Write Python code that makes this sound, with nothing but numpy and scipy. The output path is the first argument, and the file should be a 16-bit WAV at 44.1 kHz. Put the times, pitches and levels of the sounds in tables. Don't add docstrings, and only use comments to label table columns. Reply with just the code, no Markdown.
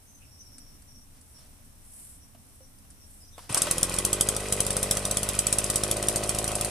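import sys
import numpy as np
from scipy import signal
from scipy.fft import rfft, irfft
from scipy.io import wavfile
from scipy.ndimage import uniform_filter1d

SR = 44100
rng = np.random.default_rng(int(sys.argv[2]) if len(sys.argv) > 2 else 0)


def unload_audio(sound):
    columns = np.transpose(np.atleast_2d(sound))
    steps = np.round(np.clip(columns, -1, 1) * 32767)
    wavfile.write(sys.argv[1], SR, steps.astype(np.int16))


N = 295866
TIME = np.arange(N) / SR
START = 3.497

# start_s, relative_crack_level_db
FIRINGS = [(3.5445, -24), (3.6179, -22), (3.71, -23), (3.781, -30.5), (3.829, -21), (3.8944, -36.5),
           (3.9396, -32.5), (3.985, -26.5), (4.049, -22.5), (4.129, -23.5), (4.2086, -21), (4.287, -24),
           (4.3636, -31), (4.403, -41), (4.523, -23), (4.6031, -24), (4.6647, -29.5), (4.7043, -29),
           (4.766, -26.5), (4.8282, -24), (4.91, -20.5), (4.9692, -28), (5.051, -28), (5.1104, -27.5),
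           (5.1694, -25), (5.23, -28.5), (5.2881, -27), (5.3492, -37), (5.3889, -22.5), (5.467, -25.5),
           (5.5258, -22.5), (5.584, -25), (5.641, -30), (5.6992, -26.5), (5.7571, -23.5), (5.8347, -25.5),
           (5.9117, -25), (5.9679, -35), (6.0258, -32), (6.084, -23.5), (6.1582, -24.5), (6.235, -35),
           (6.2919, -26.5), (6.3467, -33.5), (6.385, -27.5), (6.4414, -32), (6.4767, -30.5), (6.516, -36),
           (6.5525, -30), (6.61, -29), (6.6463, -29.5)]
# pitch_hz, relative_level_db (per Hz)
FAN_COLOUR = [(600, -43), (1500, 5), (3000, -12), (5000, 10.5), (6800, 6.5), (8400, 18), (10200, 14),
              (11200, 11), (12500, -36), (14200, -35)]
# pitch_hz, likeness (0-1)
NEAR = [(100, 1), (640, 1), (1400, 0.87), (3080, 0.83), (6780, 0.58), (10000, 0.37), (14900, 0)]
# pitch_hz, likeness (0-1)
DIFFUSE = [(60, 0.75), (290, 0.67), (640, 0.0022), (14900, 0)]


def amp(db):
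    return 10 ** (np.asarray(db) / 20)


def unit(x):
    return x / np.sqrt(np.mean(x ** 2) + 1e-20)


def running_unit(x):
    return x / np.sqrt(np.mean(x[..., TIME > START] ** 2))


def curve(rows, axis=1):
    rows = np.array(rows)
    return np.interp(TIME, rows[:, 0], rows[:, axis])


def read(points, hz):
    f, value = np.transpose(points)
    return np.interp(np.log(hz + 1), np.log(f + 1), value)


def wander(hz):
    f = np.fft.rfftfreq(N, 1 / SR)
    spectrum = rfft(rng.standard_normal(N)) / (1 + (f / hz) ** 4)
    return unit(irfft(spectrum, N))


def noise(colour, likeness):
    f = np.fft.rfftfreq(N, 1 / SR)
    left, other = rfft(rng.standard_normal((2, N)))
    same = np.clip(read(likeness, f), -1, 1)
    right = same * left + np.sqrt(1 - same ** 2) * other
    return unit(irfft(np.array([left, right]) * amp(read(colour, f)), N))


def impulses(times, sizes):
    at = np.round(np.asarray(times) * SR).astype(int)
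    return np.bincount(np.clip(at, 0, N), sizes, N + 1)[:N]


def bursts(times, sizes, rise, fall):
    t = np.arange(SR // 6) / SR
    shape = (1 - np.exp(-(t / rise) ** 2)) * np.exp(-t / fall)
    return signal.oaconvolve(impulses(times, sizes), shape / shape.max())[:N]


def swells(rows):
    return sum(amp(db) * np.sin(np.pi * np.clip((TIME - s) / length, 0, 1)) ** 2 for s, length, db in rows)


def ring(x, modes, tuning=1):
    clock = np.cumsum(tuning * np.ones(N)) / SR
    out = 0
    for hz, width, db in modes:
        turn = np.exp(2j * np.pi * hz * clock)
        fade = np.exp(-np.pi * width / SR)
        faded = signal.lfilter([1], [1, -fade], x / turn + 1e-18)
        out = out + amp(db) * (turn * faded).real
    return out


def drifting(x, nominal_hz, width, db):
    return ring(x, [(0.94, width, db)], nominal_hz)


def soften(x, hz):
    return signal.sosfilt(signal.butter(3, hz, fs=SR, output="sos"), x)


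def band(x, lo_hz, hi_hz):
    return signal.sosfilt(signal.butter(1, [lo_hz, hi_hz], "band", fs=SR, output="sos"), x)


def thicket(x, wet_db, t60):
    t = np.arange(SR // 4) / SR
    sparse = rng.standard_normal((2, len(t))) * (rng.random((2, len(t))) < .1)
    taps = sparse * amp(-60 * t / t60) * (t > .003)
    taps /= np.linalg.norm(taps, axis=1, keepdims=True)
    bright = signal.sosfilt(signal.butter(1, 1200, "high", fs=SR, output="sos"), x)
    return x + amp(wet_db) * signal.oaconvolve(bright, taps, axes=1)[:, :N]


def scrub():
    # pitch_hz, relative_level_db (per Hz)
    air_colour = [(12, -20), (20, 14), (32, -3.5), (82, 4.5), (167, -8.5), (232, -10), (351, -17.5),
                  (517, -19), (593, -17), (1560, -23.5), (4820, -27.5), (5680, -20), (6700, -27),
                  (8830, -30), (14500, -23)]
    low_colour = [(120, -36), (215, -3.5), (240, -3), (275, -1), (400, -50), (1000, -70)]
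    rustle_colour = [(4000, -17.5), (6500, -12.5), (8300, 3), (10200, 3), (12000, -5.5), (14500, -16)]
    # start_s, length_s, level_db
    low_swells = [(.45, 0.26, -60), (.92, 0.12, -59), (1.15, .09, -60.5), (1.6, 0.12, -61),
                  (2.3, 0.22, -61), (2.75, 0.11, -57)]
    # start_s, length_s, level_db
    swishes = [(1.08, 0.54, -61), (1.74, 0.56, -48.5), (2.42, 0.27, -60), (2.98, 0.35, -54.5),
               (3.32, 0.2, -55)]
    leaves_db, low_db = -61, -70.5
    air = noise(air_colour, DIFFUSE) * amp(-53 + .5 * wander(hz=4.4))
    rustle = noise(rustle_colour, DIFFUSE) * np.hypot(amp(leaves_db), swells(swishes)) * amp(wander(hz=60))
    low = noise(low_colour, NEAR) * np.hypot(amp(low_db), swells(low_swells))
    return air + low + rustle + thicket(birds(), wet_db=-8.5, t60=0.18)


def birds():
    # start_s, length_s, pitch_hz, level_db
    phrases = [(0.06, 0.16, 6200, -59), (0.2, 0.084, 2640, -62), (0.235, 0.56, 5520, -56),
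               (0.386, 0.047, 5900, -51), (0.867, 0.18, 5620, -55.5), (1.337, 0.093, 5450, -56),
               (2.2, .07, 5700, -61), (2.607, .08, 5720, -61), (2.997, .08, 5530, -58),
               (3.197, 0.11, 5140, -57), (3.235, .13, 5900, -60), (3.317, 0.08, 3650, -62)]
    note_s, rise_s, fall = 0.07, 0.025, 0.5
    blur = soften(rng.standard_normal((2, N)) + 1j * rng.standard_normal((2, N)), hz=220)
    out = np.zeros((2, N))
    for s, length, hz, db in phrases:
        span = (TIME > s) & (TIME < s + length)
        t = TIME[span] - s
        age = t % note_s
        note = age / rise_s * np.exp(1 - age / rise_s)
        arch = np.sqrt(np.sin(np.pi * t / length))
        pitch = hz * (1 - fall * (age - note_s / 2))
        glide = np.exp(2j * np.pi * np.cumsum(pitch) / SR)
        out[:, span] += amp(db) * note * arch * unit((blur[:, span] * glide).real)
    return out


def clicks():
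    # start_s, level_db, decay_s
    tick_rows = [(0.581, -42.5, 0.002), (0.819, -53, .004), (1.211, -52, 0.0028), (2.783, -56, .004),
                 (2.901, -49, 0.0063), (3.571, -20, 0.0079)]
    # start_s, relative_thud_level_db, ring_pitch_hz, ring_level_db
    knocks = [(2.348, -49.5, 670, -55), (2.606, -60, 525, -51.5), (2.85, -57, 785, -62),
              (3.379, -36, 1082, -45), (3.39, -42, 995, -54), (3.494, -33.5, 1110, -38),
              (3.526, -40, 630, -39), (3.548, -27, 975, -45), (3.557, -29, 1100, -41),
              (3.567, -23, 1110, -34), (3.576, -29.5, 1160, -28), (3.668, -22, 574, -33)]
    thud_colour = [(200, -10), (600, 1.5), (1150, 1.5), (1800, -8.0), (3000, -5.5), (5000, -18.0)]
    tick_shape = sum(bursts([at], [amp(db)], rise=0.0032, fall=decay) for at, db, decay in tick_rows)
    ticks = tick_shape * noise(FAN_COLOUR, NEAR)
    s, thud_db, hz, ring_db = np.transpose(knocks)
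    edge = bursts(s, amp(thud_db - 11.5), rise=0.0012, fall=0.0043) * noise(FAN_COLOUR, NEAR)
    body = bursts(s, amp(thud_db - 6.0), rise=0.0013, fall=0.0064) * noise(thud_colour, NEAR)
    tone = sum(ring(impulses([at], [amp(db)]), [(f, f / 32, 0)]) for at, db, f in zip(s, ring_db, hz))
    return ticks + edge + tone + body


def starter():
    # start_s, length_s, level_db
    rubs = [(1.11, 0.12, -65), (1.3, 0.23, -62.5), (3.33, 0.22, -56), (3.49, 0.35, -42.5)]
    rub_colour = [(150, -22), (600, 14.0), (1150, 8.0), (1800, 7.5), (3000, 4.5),
                  (5500, 10.0), (8500, 0), (14000, -25)]
    thump = soften(ring(impulses([3.5045], [amp(-23.5)]), [(111, 47, 0)]), hz=398)
    return noise(rub_colour, NEAR) * swells(rubs) + thump


def crank():
    # start_s, turns_per_s
    speed = [(3.6, 42), (3.8, 42), (4, 46), (4.2, 51), (4.8, 49), (5.5, 51), (6.6, 54)]
    s = np.array(FIRINGS)[:, 0]
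    s = np.concatenate([[START], s, [s[-1] + 10 / speed[-1][1]]])
    steps = np.round(np.diff(s) * np.interp(s[1:], *np.transpose(speed)))
    turns = np.concatenate([[0], np.cumsum(steps)])
    uneven = np.interp(TIME, s, turns) + np.minimum(TIME - START, 0) * speed[0][1]
    even_steps = uniform_filter1d(np.gradient(uneven), size=4000)
    return uneven[0] + np.cumsum(even_steps), turns[1:-1]


def strokes(angle, phase):
    points = np.arange(int(angle[-1]) + 1) + phase
    running = TIME >= START
    return np.interp(points, angle[running], TIME[running], right=TIME[-1] + 1)


def driven(level_db, share):
    # start_s, level_db
    engine_level = [(3.55, 5), (3.8, -0.5), (4.1, 0), (4.4, -0.5), (4.7, 1.5), (5.0, 0.7), (5.45, -0.5),
                    (5.9, 1.5), (6.3, 0.5), (6.7, -0.5)]
    return amp(level_db + share * curve(engine_level))


def machinery(angle):
    # pitch_hz, width_hz, relative_level_db
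    casing_modes = [(1156, 146, -0.5), (1453, 180, -4), (1950, 200, -1.5), (2466, 330, 2.5),
                    (3060, 310, -5), (3800, 190, -11)]
    # pitch_hz, relative_level_db (per Hz)
    rush_colour = [(25, -18), (70, -8), (170, 7), (260, 3), (400, -1), (680, 2), (880, 1), (1200, -2),
                   (1800, -15), (4000, -42)]
    on = np.clip((TIME - START + 0.0062) / 0.0069, 0, 1)
    slap = amp(2.4 * np.cos(2 * np.pi * (angle - .8)) + 1.8 * wander(hz=120))
    shake = noise([(300, 3.9), (1000, 0.78), (4000, 2.3), (7000, 6.4)], NEAR) * slap * on
    casing = running_unit(sum(ring(shake * amp(1.7 * wander(hz=73.0)), [mode]) for mode in casing_modes))
    fan = noise(FAN_COLOUR, NEAR) * amp(3.1 * wander(hz=150))
    rush = noise(rush_colour, NEAR) * amp(-50 + 1.2 * wander(hz=40))
    times = strokes(angle, phase=0.1)
    delay, softness = rng.random((len(times), 2)).T
    tick_shape = bursts(times + 0.0042 * delay, amp(-24.5 - 31 * softness), rise=0.00048, fall=0.00092)
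    ticks = tick_shape * noise(FAN_COLOUR, NEAR)
    hiss = on * (driven(level_db=-44, share=0.72) * fan + rush)
    return driven(level_db=-40.5, share=0.1) * casing + hiss + ticks


def exhaust(angle, fired):
    # pitch_hz, width_hz, relative_level_db
    muffler = [(100, 75, -1), (185, 45, -5)]
    bang = [(127, 86, 1), (480, 270, 4), (1247, 73, 5)]
    # start_s, nominal_pitch_hz, relative_level_db
    chamber_path = [(3.6, 330, 3), (3.9, 347, 2.5), (4.1, 388, 6.5), (4.35, 433, 6), (4.6, 420, 4),
                    (4.85, 450, 3.5), (5.1, 470, -1), (5.4, 394, -1), (6, 380, 5.5), (6.6, 390, 3.5)]
    opens = strokes(angle, phase=0)
    lit = np.isin(np.arange(len(opens)), fired)
    s, crack_db = np.transpose(FIRINGS)
    charge = amp(0.36 * (np.interp(opens, s, crack_db) - crack_db.mean()))
    chance = amp(.9 * rng.standard_normal((len(opens), 2)).T)
    port_sizes = np.where(lit, 1.35 * charge, -.6) * chance[0]
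    port = impulses(opens - np.where(lit, .0003, .0005), port_sizes)
    push = impulses(strokes(angle, phase=.035), .55 * chance[1])
    chamber_kicks = (push + 0.35 * port) * amp(curve(chamber_path, axis=2))
    chamber = drifting(chamber_kicks, curve(chamber_path), width=70, db=-2.5)
    ringing = ring(port, bang) + ring(push, muffler) + chamber
    puffs = running_unit(band(soften(ringing, hz=630), lo_hz=54.0, hi_hz=4000))
    build = amp(-15 * np.exp(-np.maximum(TIME - START, 0) / 0.13))
    hum = -np.sin(2 * np.pi * angle) * amp(-41.0) + np.cos(4 * np.pi * (angle - .06)) * amp(-47.5)
    return driven(level_db=-37, share=0.79) * build * puffs + hum * np.clip((TIME - START) / 0.32, 0, 1)


def intake(angle, fired):
    # start_s, nominal_pitch_hz, intake_level_db
    pipe_path = [(3.55, 630, -36), (3.75, 567, -37), (3.9, 573, -35), (4.07, 626, -38), (4.3, 560, -44.5),
                 (4.55, 528, -41.5), (4.75, 550, -40.5), (5.0, 610, -39.5), (5.2, 610, -41),
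                 (5.45, 600, -44), (5.9, 585, -38), (6.3, 614, -39), (6.7, 610, -41)]
    # start_s, nominal_pitch_hz, relative_level_db
    upper_path = [(3.85, 590, -5), (4.07, 650, 1), (4.35, 735, -1), (4.7, 690, -2), (5.1, 720, 1),
                  (5.5, 720, -2), (6, 750, -3), (6.6, 785, -2)]
    # pitch_hz, width_hz, relative_level_db
    box_modes = [(177, 57, -17), (1210, 130, -33)]
    pipe_echoes = [(-.5, -.45), (0, 1), (1, .85), (2, .2)]
    times = strokes(angle, phase=.53)
    lit = np.isin(np.arange(len(times)), fired)
    late, loud = rng.standard_normal((len(times), 2)).T
    times = times - .0003 * lit + .00016 * late
    size = amp(2 * lit + 1.4 * loud)
    pipe_hz = curve(pipe_path) * (1 + 0.025 * wander(hz=40.3))
    trip = 1 / np.interp(times, TIME, pipe_hz)
    gulps = sum(impulses(times + trips * trip, strength * size) for trips, strength in pipe_echoes)
    pipe = drifting(gulps, pipe_hz, width=100, db=-12)
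    upper_kicks = impulses(times, size) * amp(curve(upper_path, axis=2))
    upper = drifting(upper_kicks, curve(upper_path), width=85, db=-3)
    box = gulps + amp(-16.5) * (pipe - upper + ring(gulps, box_modes))
    puffs = running_unit(band(soften(box, hz=900), lo_hz=272, hi_hz=3000))
    return amp(curve(pipe_path, axis=2)) * np.clip((TIME - START) / 0.12, 0, 1) * puffs


def cracks():
    # pitch_hz, relative_level_db (per Hz)
    jet_colour = [(1500, -78), (4500, -27.5), (6300, -10.5), (7400, -6), (8300, 4.5), (9200, -1),
                  (10200, 2), (11200, -6.5), (12500, -12), (14200, -19.5)]
    bite_colour = [(400, -33), (800, -32), (1300, 6.5), (1800, -5), (2600, -2.5), (3300, 8), (4000, 3.5),
                   (4700, 5.5), (5300, 7.5), (6100, 8.5), (7500, 5), (10000, -29)]
    s, db = np.transpose(FIRINGS)
    jet_size, bite_size = amp(db + 10.5), amp(-2.5 + 0.84 * db)
    jet = bursts(s + 0.00036, jet_size, rise=0.0009, fall=0.0022) * noise(jet_colour, NEAR)
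    bite = bursts(s + 0.00048, bite_size, rise=0.0009, fall=0.003) * noise(bite_colour, NEAR)
    scatter = sum(bursts(s + 0.0019, size, rise=0.0039, fall=0.015) * noise(colour, DIFFUSE)
                  for size, colour in [(jet_size, jet_colour), (bite_size, bite_colour)])
    ragged = amp(1.2 * wander(hz=1500))
    return glancing((jet + panned(bite, right_db=0.5) + amp(-13.5) * scatter) * ragged, s)


def panned(x, right_db):
    return x * amp(np.array([[-right_db], [right_db]]) / 2)


def glancing(x, times):
    shortest_s, longest_s, strength = 0.0004, 0.0011, 0.8
    delay_s = shortest_s + (longest_s - shortest_s) * rng.random(len(times) + 1)
    delay = np.round(SR * delay_s).astype(int)
    earlier = np.maximum(np.arange(N) - delay[np.searchsorted(times, TIME)], 0)
    return (x + strength * x[:, earlier]) / np.hypot(1, strength)


def scene():
    angle, fired = crank()
    auger = clicks() + starter() + machinery(angle) + exhaust(angle, fired) + intake(angle, fired)
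    return scrub() + thicket(auger, wet_db=-5.0, t60=0.043) + cracks()


def record(dry):
    lowpass = signal.firwin(301, 14450, window=("kaiser", 8), fs=SR)
    return signal.oaconvolve(dry, lowpass[None], "same")


dry = scene()
out = record(dry)
unload_audio(out)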